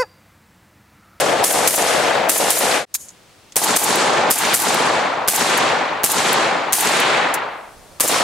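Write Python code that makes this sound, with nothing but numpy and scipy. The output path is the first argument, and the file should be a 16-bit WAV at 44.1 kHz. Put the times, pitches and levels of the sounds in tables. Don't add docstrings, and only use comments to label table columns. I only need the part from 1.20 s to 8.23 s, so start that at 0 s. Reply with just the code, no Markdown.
import sys
import numpy as np
from scipy import signal
from scipy.fft import rfft, irfft, next_fast_len
from scipy.io import wavfile
from scipy.ndimage import uniform_filter1d, map_coordinates

SR = 44100
rng = np.random.default_rng(int(sys.argv[2]) if len(sys.argv) > 2 else 0)


def gain_from_db(level_db):
    decades = np.asarray(level_db, float) / 20
    return 10 ** decades


def file_out(sig):
    cols = np.atleast_2d(sig).T
    lim = np.clip(cols, -1, 1)
    pcm = np.round(lim * 32767).astype(np.int16)
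    wavfile.write(sys.argv[1], SR, pcm)


N = 310023




def unit(x):
    return x / np.sqrt(np.mean(x ** 2) + 1e-20)


def along(points, hz):
    f, v = np.transpose(points)
    return np.interp(np.log(hz + 1), np.log(f + 1), v)


def colour(points):
    return lambda hz: gain_from_db(along(points, hz))


def add(track, s, sound):
    at = round(s * SR)
    part = sound[:, max(-at, 0):N - at]
    track[:, max(at, 0):max(at, 0) + part.shape[1]] += part


# (frequency [Hz], likeness [0 to 1])
LIKENESS = [(30, .2), (150, 0.86), (400, 0.7), (1000, 0.62), (2400, 0.71), (6000, 0.53), (9000, 0.68),
            (11000, 0.99), (15000, .995)]
# (frequency [Hz], level [dB])
LEFT_OVER_RIGHT = [
    [(60, -0.5), (240, 3.5), (950, 4.5), (3770, 1.5), (15000, 0.5)],
    [(60, -0.5), (240, 2), (950, 1.5), (3770, 0.5), (15000, 1)],
    [(60, 2), (380, -1), (2380, 1), (15000, 1.5)],
]
# (frequency [Hz], share of power [0 to 1])
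REPEATED_SHARE = [(200, .9), (1200, .8), (2500, .4), (5000, 0)]


def hiss(k, size, gain, place=None):
    m = next_fast_len(size)
    hz = np.fft.rfftfreq(m, 1 / SR)
    white = rfft(rng.standard_normal((2, m)))
    if place is not None:
        same = along(REPEATED_SHARE, hz)
        white = np.sqrt(same) * rfft(place[:, :m]) + np.sqrt(1 - same) * white
    turn = np.arccos(np.clip(along(LIKENESS, hz), -1, 1)) / 2
    middle, side = white * gain(hz) * [np.cos(turn), np.sin(turn)]
    tilt = gain_from_db(along(LEFT_OVER_RIGHT[k], hz) / 2)
    stereo = irfft([(middle + side) * tilt, (middle - side) / tilt], m)
    return unit(stereo[:, :size])


# (gas burst time [s], burst level [dB], echo level [dB], echo midrange lift [dB],
# bolt level offset [dB])
SHOTS = [(-.28, 12, -1, -2.5, 0), (.240, -0.5, -11.5, -1, -8), (0.4746, 6.5, -4, 0.5, 3.5),
         (1.0942, 3.5, -8.5, 0, -1), (1.304, 5, -6.5, 2, 0), (2.3644, 2.5, -6, -1, 0),
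         (2.5628, 7.5, -3, -1, 2.5), (3.1084, 6.5, -7.5, 6, -1), (3.3414, 6, -8, -1, -4),
         (4.0824, 5, -7, 2.5, -1.5), (4.840, 4, -7, 1, 0.5), (5.5299, 9, -5, 4.5, 1),
         (6.805, 6, -6.5, 1, 4)]


def shots(track, k, place):
    for s, gas_db, echo_db, lift_db, _ in SHOTS:
        if belongs(k, s):
            add(track, s - 0.0077, hammer(k))
            add(track, s, gain_from_db(gas_db) * gas(k))
            add(track, s, gain_from_db(echo_db) * echo(k, place, lift_db))
            slaps(track, k, s, echo_db)


# (frequency [Hz], relative level per Hz [dB])
GAS_COLOUR = [(35, -41.5), (100, -12.5), (600, -4.5), (1500, -6), (4000, -9.5), (6000, -5), (9000, 0),
              (13300, -5), (15300, -12), (16000, -25)]


def gas(k):
    t = np.arange(SR // 4) / SR
    ragged = gain_from_db(2.3 * map_coordinates(rng.standard_normal(100), [t * 300]))
    vent = np.minimum(0.34 + t / 0.024, 1)
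    fast_fall = gain_from_db(-60 * np.maximum(t - 0.009, 0) / 0.016)
    slow_fall = gain_from_db(-0.5 - 60 * t / 0.32)
    return hiss(k, len(t), colour(GAS_COLOUR)) * vent * (fast_fall + slow_fall) * ragged


# (frequency [Hz], relative level per Hz [dB])
HAMMER_COLOUR = [(200, -17), (1000, 8.5), (4000, 2.5), (12000, 6), (16000, 7.5)]
HAMMER_LEVEL = [-16, -9.5, -12]


def hammer(k):
    t = np.arange(SR // 4) / SR
    click = np.exp(-((t - 0.003) / 0.0014) ** 2)
    ring = 0.22 * (t > 0.003) * gain_from_db(-60 * t / 0.035)
    return gain_from_db(HAMMER_LEVEL[k]) * hiss(k, len(t), colour(HAMMER_COLOUR)) * (click + ring)


# (frequency [Hz], relative level per Hz [dB])
WOODS_COLOUR = [
    [(18, -64.5), (30, -38), (161, -16.5), (449, -7.5), (486, -3), (740, -5.5), (1010, -11), (1630, -12),
     (4910, -18), (8980, -18), (13300, -31), (16000, -73)],
    [(18, -63), (30, -65), (100, -17.5), (180, -9.5), (400, -4), (800, -2), (1800, -8), (3000, -12),
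     (4300, -12.5), (5200, -15.5), (7500, -14.5), (10000, -21.5), (13000, -38), (16000, -70)],
    [(18, -74), (30, -37), (233, -9), (287, -9.5), (801, -4.5), (962, -3.5), (1760, -10.5), (8740, -18.5),
     (14000, -41.5), (16000, -63)],
]
# (frequency [Hz], time to fall 60 dB [s])
DYING = [(60, 2.4), (300, 1.52), (800, 3.15), (2000, 2), (4200, 1.35), (5200, 1.09), (7000, 0.93),
         (10000, 0.69), (14000, 0.73)]
# (time after the shot [s], level [dB])
ARRIVAL = [
    [(0, -3.5), (.03, -5), (.055, -8.5), (.07, 0), (.085, -12), (.105, -2.5), (.16, -3.5)],
    [(0, -17), (.03, -6.5), (.045, -11.5), (.06, -3), (.09, -3.5), (.13, 0), (.2, -2.5)],
    [(0, -33), (.025, -4), (.04, -5), (.06, -5), (.078, -8), (.09, 0), (.16, -1)],
]


def echo(k, place, lift_db, lift_hz=2300, patchy_db=1.2):
    def gain(hz):
        lift = np.exp(-(np.log2((hz + 1) / lift_hz) / 0.97) ** 2)
        return gain_from_db(along(WOODS_COLOUR[k], hz) + lift_db * lift)

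    hz, t, z = signal.stft(hiss(k, 2 * SR, gain, place), SR, nperseg=256)
    patches = uniform_filter1d(rng.standard_normal(z.shape[1:]), size=12, axis=0)
    patches = unit(uniform_filter1d(patches, size=4, axis=1))
    fall_db = 60 * (t - 0.2) / along(DYING, hz)[:, None]
    tail = signal.istft(z * gain_from_db(patchy_db * patches - fall_db), SR, nperseg=256)[1]
    arrival_db = np.interp(np.arange(tail.shape[1]) / SR, *np.transpose(ARRIVAL[k]))
    return tail * gain_from_db(arrival_db)


def trees(grain_db=2.5, grains_per_s=400, grain_fade_s=0.5):
    t = np.arange(3 * SR) / SR
    lumps = map_coordinates(rng.standard_normal(2000), [t * grains_per_s])
    lumps_db = grain_db * np.exp(-t / grain_fade_s) * lumps
    return unit(rng.standard_normal((2, len(t))) * gain_from_db(lumps_db))


# (time after the shot [s], level over the echo before a shared 2 dB rise [dB])
SLAPS = [
    [(.0045, -5), (.067, 4.5), (.073, 5), (.108, 4), (.121, 5), (.128, 4.5), (.135, 3), (.152, 6.5),
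     (.168, 5.5), (.19, 5)],
    [(.0055, 1.5), (.012, 4.5), (.054, 8), (.061, 1), (.073, 2.5), (.095, 7.5), (.103, 8), (.165, 6),
     (.184, 2.5)],
    [(.006, 1), (.012, 2), (.036, 12), (.044, 12), (.053, 8), (.092, 7), (.1, 1), (.16, -1), (.2, 1)],
]
SLAP_PITCH = [730, 842, 560]


def slaps(track, k, s, echo_db, rise_s=0.00084):
    t = np.arange(SR // 50) / SR
    u = t / rise_s
    pulse = u * np.exp(1 - u) * np.sin(2 * np.pi * SLAP_PITCH[k] * t) * np.ones((2, 1))
    for later, db in SLAPS[k]:
        add(track, s + later - rise_s, gain_from_db(2 + echo_db + db) * pulse)


# (time after the shot [s],
# level before the shot's offset [dB], time to fall 60 dB [s], lowest [Hz], highest [Hz])
BOLT = [
    [(.05, -2, .09, 6000, 14000), (.077, -4, .08, 6000, 16000), (.084, 2, 0.043, 6000, 16000),
     (.147, -6, 0.01, 5000, 9000)],
    [(.069, -1, .08, 6200, 16000), (.077, 4, 0.044, 6200, 16000), (.142, -3, 0.034, 5000, 8000)],
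    [(.072, 0.5, .03, 6000, 16000), (.078, 2, .044, 6000, 14000)],
]
# (time [s], level [dB])
TRIGGER_RESETS = [(.005, -9), (2.755, -5), (3.543, -12), (4.375, -13), (5.129, -11.5), (5.8, -12)]
# (time [s], level [dB], time to fall 60 dB [s], lowest [Hz], highest [Hz])
HANDLING_AND_ECHO = [(1.7405, -16, 0.03, 3480, 16000), (1.7428, -6.5, 0.024, 3480, 16000),
                     (1.749, -5, 0.031, 900, 15500), (1.754, -10, 0.043, 3500, 15300),
                     (1.77, -32, 0.33, 6000, 11900), (1.795, -30, 0.26, 4700, 11900),
                     (1.885, -34, .04, 5500, 9000), (1.891, -30, 0.022, 4800, 7000),
                     (1.903, -40, .04, 5500, 8000), (2.321, -32.5, 0.038, 1500, 8950),
                     (2.903, -22, 0.033, 6000, 10000), (5.768, -16, .04, 6140, 11000),
                     (6.1393, -13, 0.054, 4500, 16540)]


def steel_parts(track, k):
    cycles = [(s + later, db + bolt_db, *ring)
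              for s, *_, bolt_db in SHOTS for later, db, *ring in BOLT[k]]
    cycles = [row for row in cycles if row[0] > 0]
    resets = [(s, db, 0.034, 7000, 16000) for s, db in TRIGGER_RESETS]
    for row in cycles + resets + HANDLING_AND_ECHO:
        if belongs(k, row[0]):
            clack(track, k, *row)


# (frequency [Hz], width [Hz], level before random strength [dB])
STEEL = [(1880, 370, -18), (4900, 450, -27), (6800, 1200, 1.5), (10660, 4500, -5.5)]


def clack(track, k, s, db, t60, low_hz, high_hz):
    t = np.arange(SR // 4) / SR
    struck = gain_from_db(2 * rng.standard_normal(len(STEEL)))

    def steel(hz):
        band = 1 / (1 + (low_hz / (hz + 1)) ** 6) / (1 + (hz / high_hz) ** 8)
        rings = sum(strength * gain_from_db(level) / (1 + (2 * (hz - centre) / width) ** 2)
                    for strength, (centre, width, level) in zip(struck, STEEL))
        return band * (0.5 + rings)

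    start = 1 - np.exp(-t / t60 ** 2 * 4)
    add(track, s, gain_from_db(db - 60 * t / t60) * start * hiss(k, len(t), steel))


# (time [s], level before random spread [dB])
BUMPS = [(6.555, -43), (6.58, -42), (6.712, -43), (6.758, -41)]


def bumps(track):
    t = np.arange(round(0.028 * SR)) / SR
    swing = np.hanning(len(t)) * np.sin(2 * np.pi * 70 * t)
    for s, db in BUMPS:
        add(track, s, gain_from_db(db + 3.7 * rng.standard_normal((2, 1))) * swing)


# (time [s], starting pitch [Hz], level [dB])
CHIRPS = [(6.655, 4250, -59), (6.703, 4400, -54), (6.752, 4400, -52)]


def bird(track):
    t = np.arange(round(0.028 * SR)) / SR
    for s, hz, db in CHIRPS:
        whistle = np.hanning(len(t)) * np.sin(2 * np.pi * hz * t * (1 - 0.9 * t))
        add(track, s, gain_from_db(db) * whistle * np.ones((2, 1)))


# (frequency [Hz], relative level per Hz [dB])
AIR_COLOUR = [
    [(25, -11), (100, -7), (250, -10.5), (500, -11), (1500, -16.5), (4000, -19.5), (9000, -25.5),
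     (14500, -37.5), (16000, -31)],
    [(25, 5), (80, -7.5), (250, -8.5), (600, -4.5), (1200, -11.5), (3000, -19), (9000, -20.5),
     (16000, -32.5)],
]
AIR_LEVEL = [-40.5, -49, -43.5]


def quiet_air(k):
    return gain_from_db(AIR_LEVEL[k]) * hiss(k, N, colour(AIR_COLOUR[k // 2]))


def camera(x, hold_db=-14, climb_db_per_s=90, sense_s=0.0056, attack_s=0.0023,
           keen=0.19, ahead_s=0.0018, top=0.73):
    heard = x + keen * np.diff(x, prepend=0)
    power = np.mean(heard ** 2, axis=0)
    level_db = 10 * np.log10(np.abs(lag(power, sense_s)) + 1e-12)
    t = np.arange(N) / SR
    ramp = climb_db_per_s * t
    held_db = np.maximum.accumulate(level_db + ramp) - ramp
    cut_db = lag(np.maximum(held_db - hold_db, 0), attack_s)
    y = x * gain_from_db(-np.interp(t + ahead_s, t, cut_db))
    return y / (1 + np.abs(y / top) ** 3) ** (1 / 3)


def lag(v, s):
    share = 1 / (1 + s * SR)
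    rest = np.mean(v[:SR // 50])
    return rest + signal.lfilter([share], [1, share - 1], v - rest)


# (fade-in start [s], full [s], fade-out start [s], silent [s])
FADES = [(-1, -.9, 1.56, 1.654), (1.652, 1.78, 6.08, 6.6), (6.1, 6.55, 8, 9)]


def fade(k):
    return np.interp(np.arange(N) / SR, FADES[k], [0, 1, 1, 0])


def belongs(k, s):
    return (k == 0 or s > FADES[k - 1][3]) and s < FADES[k][3]


def scene():
    mix = np.zeros((2, N))
    for k in range(len(FADES)):
        track = quiet_air(k)
        shots(track, k, trees())
        steel_parts(track, k)
        if k == 2:
            bumps(track)
            bird(track)
        mix += camera(track) * fade(k)
    return mix


def low_pass(x):
    return signal.sosfilt(signal.butter(12, 16810, fs=SR, output="sos"), x)


def record(dry):
    bass_cut = signal.butter(1, 50, "high", fs=SR, output="sos")
    treble_cut = signal.cheby1(10, 0.5, 15700, fs=SR, output="sos")
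    mix = signal.sosfilt(treble_cut, signal.sosfilt(bass_cut, dry))
    return low_pass(mix)


dry = scene()
out = record(dry)
file_out(out)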